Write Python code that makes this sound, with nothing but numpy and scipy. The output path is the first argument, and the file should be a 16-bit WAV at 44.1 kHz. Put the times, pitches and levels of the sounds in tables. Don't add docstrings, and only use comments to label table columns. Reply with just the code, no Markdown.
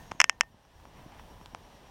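import sys
import numpy as np
from scipy import signal
from scipy.fft import rfft, irfft, next_fast_len
from scipy.io import wavfile
from scipy.ndimage import map_coordinates

SR = 44100
rng = np.random.default_rng(int(sys.argv[2]) if len(sys.argv) > 2 else 0)


def unload_wav(signal):
    wavfile.write(
        sys.argv[1],
        SR,
        np.round(np.clip(np.atleast_2d(signal).T, -1, 1) * 32767).astype(np.int16),
    )


N = 83790

# start_s, level_db, treble_cutoff_hz
MOUNT_SLIPS = [(-.025, -0.5, 20000), (0.114, -23.5, 2500), (0.197, -28, 2500), (.2020, 3.5, 22000),
               (0.2049, -1, 18000), (.2149, 0.5, 25000), (0.2419, -1.5, 25000), (.2959, -0.76, 20000),
               (.4092, 0.75, 25000)]
# pitch_hz, width_hz, level_db
HOUSING_TONES = [(1075, 537, 17), (1530, 767, 20), (2190, 798, 21), (3024, 445, 18), (3325, 330, 12.5),
                 (4500, 330, 0.5), (5244, 360, 15.5), (6875, 872, 14.5), (8140, 1700, 4.5), (9940, 444, -7),
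                 (10450, 250, -20), (11500, 1400, -16), (12950, 460, -18)]
# pitch_hz, relative_level_db, fade_s (time to fall by 60 dB)
METAL_TONES = [(1820, -44, .16), (2067, -61, .12), (2643, -45, .055), (3058, -50, .06)]
# pitch_hz, width_hz
MIC_NOTCHES = [(3796, 500), (4547, 250), (6837, 760), (8600, 900), (10243, 240), (12130, 260)]
# time_s, forest_db, hiss_db, rumble_db
BACKGROUND_LEVELS = [(0.0, -56, -62, -55.5), (0.12, -56.5, -63, -61.5), (0.226, -61, -69, -64),
                     (0.358, -64, -71, -66.5), (0.47, -65, -73.5, -65), (0.65, -66, -69.5, -69),
                     (0.776, -62, -68, -63.5), (1.02, -56.5, -64, -58.5), (1.2, -57.5, -64, -59.5),
                     (1.476, -58, -64.5, -59.5), (1.634, -58, -64, -63), (1.9, -57.5, -63.5, -60.5)]
# pitch_hz, relative_level_db
FOREST_COLOUR = [(88, -30.5), (150, -2), (281, -2.5), (317, -3), (349, -4.5), (468, -3.5), (968, -1),
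                 (1350, -13.5), (2000, -18.5), (2600, -43.5), (4400, -120)]
# pitch_hz, relative_level_db
HISS_COLOUR = [(880, -32), (1500, -4), (1700, -2), (2210, -6.5), (3030, -4), (4680, -11), (5670, -10.5),
               (6300, -14.5), (11600, -25.5), (12700, -25.5), (15000, -28)]
# pitch_hz, relative_level_db
RUMBLE_COLOUR = [(15, -14), (25, -4), (42, -0.5), (60, 1), (86, -3), (160, -8), (250, -16), (330, -41)]
# pitch_hz, level_db (compared with the hiss)
WHINE_TONES = [(5846, -16.5), (8780, -19), (11719, -20), (14626, -26)]
# start_s, level_db
HAND_BUMPS = [(0.106, -2), (0.1174, 5.5), (0.149, -1), (.543, -5), (.872, -4), (1.062, 3.5), (1.235, -8),
              (1.308, -4), (1.414, -2.5), (1.534, -1), (1.547, -1.5), (1.745, -7)]
# pitch_hz, width_hz, level_db
GRIP_TONES = [(127, 140, -3), (270, 180, -3)]
# start_s, level_db, treble_cutoff_hz
GEAR_TAPS = [(0.1174, 3.5, 1490), (.3283, -25.5, 4000), (0.4341, -14, 1300), (0.6507, -22.5, 1500),
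             (0.7996, -21, 1110), (0.8537, -11.5, 990), (1.1213, -18, 1600), (1.1474, -19, 1600),
             (1.1971, -11.5, 1100), (1.4129, -12, 700), (1.5482, -1.5, 2200)]
# pitch_hz, width_hz, level_db
GEAR_TONES = [(847, 296, 6.5), (1510, 710, -0.5), (2200, 730, -2.5), (3370, 430, -4.5), (5600, 1700, -5),
              (7560, 1000, -7), (9300, 1100, -11.5)]
# pitch_hz, width_hz, level_db
BUCKLE_TONES = [(870, 250, 7), (3330, 650, 2.5), (4700, 1200, -3.5), (7400, 3000, -13.5)]
# middle_s, half_length_s, level_db
ROPE_SCRAPES = [(1.195, 0.0095, -55.5), (1.144, .06, -61.5), (0.986, .05, -60)]
# pitch_hz, width_hz, level_db
ROPE_TONES = [(745, 310, 2), (1100, 350, 2), (1660, 370, 2), (2980, 1000, -4)]


def gain(db):
    return 10 ** (np.asarray(db) / 20)


def normalised(sound):
    return sound / np.sqrt(np.mean(sound ** 2) + 1e-20)


def filtered(sound, response):
    size = next_fast_len(N + SR // 2)
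    return irfft(rfft(sound, size) * response(np.fft.rfftfreq(size, 1 / SR)), size)[:N]


def dull(cutoff_hz):
    return lambda f: 1 / (1 + 1j * f / cutoff_hz)


def knock(start_s, db, response):
    return gain(db) * filtered(np.ones(1), lambda f: response(f) * np.exp(-2j * np.pi * f * start_s))


def resonance(tones, f):
    return sum((-1) ** k * gain(db) * 1j * f * width / (hz * hz - f * f + 1j * f * width)
               for k, (hz, width, db) in enumerate(tones))


def wobble(rate):
    return map_coordinates(rng.standard_normal(int(N * rate / SR) + 4), [np.arange(N) * rate / SR])


def noise(colour):
    hz, db = np.transpose(colour)
    white = rng.standard_normal(N)
    return normalised(filtered(white, lambda f: gain(np.interp(np.log(f + 1), np.log(hz + 1), db))))


def tail(sound, fade_s, top_hz):
    t = np.arange(SR // 3) / SR
    decay = rng.standard_normal(len(t)) * gain(-60 * t / fade_s)
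    smeared = signal.fftconvolve(sound, decay / np.linalg.norm(decay))[:N]
    return filtered(smeared, dull(top_hz))


def mic_opening(f, depth=0.85):
    return np.prod([1 - depth * resonance([(hz, width, 0)], f) for hz, width in MIC_NOTCHES], axis=0)


def metal_ring(boost_db=0.6, soft_hz=2000):
    ring = np.zeros(N)
    for start_s, db, cutoff_hz in MOUNT_SLIPS:
        age = np.maximum(np.arange(N) / SR - start_s, 0)
        strength = gain(db + boost_db) / np.hypot(1, soft_hz / cutoff_hz)
        for hz, tone_db, fade_s in METAL_TONES:
            ring += strength * gain(tone_db - 60 * age / fade_s) * np.sin(2 * np.pi * hz * age)
    return ring


def housing(f, lag_scale_s=0.00019, bottom_hz=140, top_hz=13400):
    lag = np.exp(-4j * np.pi * lag_scale_s * (np.sqrt(1000 * f) - f / 3))
    band = 1j * f / (bottom_hz + 1j * f) / np.sqrt(1 + (f / top_hz) ** 14)
    return resonance(HOUSING_TONES, f) * mic_opening(f) * lag * band


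def mount_clicks(push_hz=148, push_db=-8.5):
    slips = sum(knock(s, db, dull(hz)) for s, db, hz in MOUNT_SLIPS)
    snaps = filtered(slips, housing)
    jolts = sum(knock(s, db, np.ones_like) for s, db, _ in MOUNT_SLIPS)
    push = filtered(jolts, lambda f: resonance([(push_hz, push_hz / 2, push_db)], f))
    shell_ring = gain(-24) * tail(snaps, fade_s=0.025, top_hz=5000)
    rock_echo = gain(-39) * tail(snaps, fade_s=0.16, top_hz=4000)
    return snaps + push + shell_ring + rock_echo


def background():
    t = np.arange(N) / SR
    times, *levels = np.transpose(BACKGROUND_LEVELS)
    forest_db, hiss_db, rumble_db = [np.interp(t, times, level) for level in levels]
    whine = sum(gain(db) * np.sqrt(2) * np.sin(2 * np.pi * hz * t + 0.6 * wobble(40))
                for hz, db in WHINE_TONES)
    forest = gain(forest_db + 0.5 + 0.7 * wobble(25)) * noise(FOREST_COLOUR)
    hiss = gain(0.27 * wobble(23)) * noise(HISS_COLOUR)
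    high_sounds = gain(hiss_db) * (hiss + whine + insects(t))
    rumble = gain(rumble_db + 3 + 2.3 * wobble(16)) * noise(RUMBLE_COLOUR)
    return forest + high_sounds + rumble


def insects(t, cricket_hz=5630, chirp_every_s=0.1115, buzz_hz=6490, buzz_width_hz=260, buzz_end_s=0.36):
    chirps = np.abs(np.cos(np.pi * (t - 0.645) / chirp_every_s)) ** 3.5
    phase = 2 * np.pi * cricket_hz * t + 0.88 * wobble(200)
    cricket = np.sqrt(2) * chirps * (np.sin(phase) + gain(-12.5) * np.sin(2 * phase))
    buzz = filtered(rng.standard_normal(N), lambda f: np.exp(-((f - buzz_hz) / buzz_width_hz) ** 2 / 2))
    buzz_fade = np.clip((buzz_end_s - t) / 0.02, 0, 1)
    return gain(-7.5) * cricket + gain(-9) * normalised(buzz) * buzz_fade


def hand_bumps():
    bumps = sum(knock(s, db, dull(cutoff_hz=600)) for s, db in HAND_BUMPS)
    return filtered(bumps, lambda f: resonance(GRIP_TONES, f))


def gear_taps(top_hz=10000):
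    hits = sum(knock(s, db, dull(hz)) for s, db, hz in GEAR_TAPS)
    gear = filtered(hits, lambda f: resonance(GEAR_TONES, f) * mic_opening(f))
    buckle = knock(start_s=1.4594, db=-15.5, response=lambda f: resonance(BUCKLE_TONES, f))
    taps = filtered(gear + buckle, lambda f: 1 / np.sqrt(1 + (f / top_hz) ** 6))
    return taps + gain(-14) * tail(taps, fade_s=0.02, top_hz=5000)


def rope_scrapes(top_hz=5000):
    t = np.arange(N) / SR
    spikes = rng.standard_normal(N) * gain(8 * rng.standard_normal(N))
    strokes = sum(gain(db) * np.exp(-((t - s) / half_s) ** 2) for s, half_s, db in ROPE_SCRAPES)
    rasp = filtered(spikes, lambda f: resonance(ROPE_TONES, f) / (1 + (f / top_hz) ** 4))
    return strokes * normalised(rasp)


def scene():
    close_sounds = metal_ring() + mount_clicks() + hand_bumps() + gear_taps() + rope_scrapes()
    return (close_sounds + background())[None]


def record(dry):
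    top_hz = 16400
    clipped = np.clip(dry[0], -1, 1)
    return filtered(clipped, lambda f: 1 / (1 + (f / top_hz) ** 120))[None]


dry = scene()
out = record(dry)
unload_wav(out)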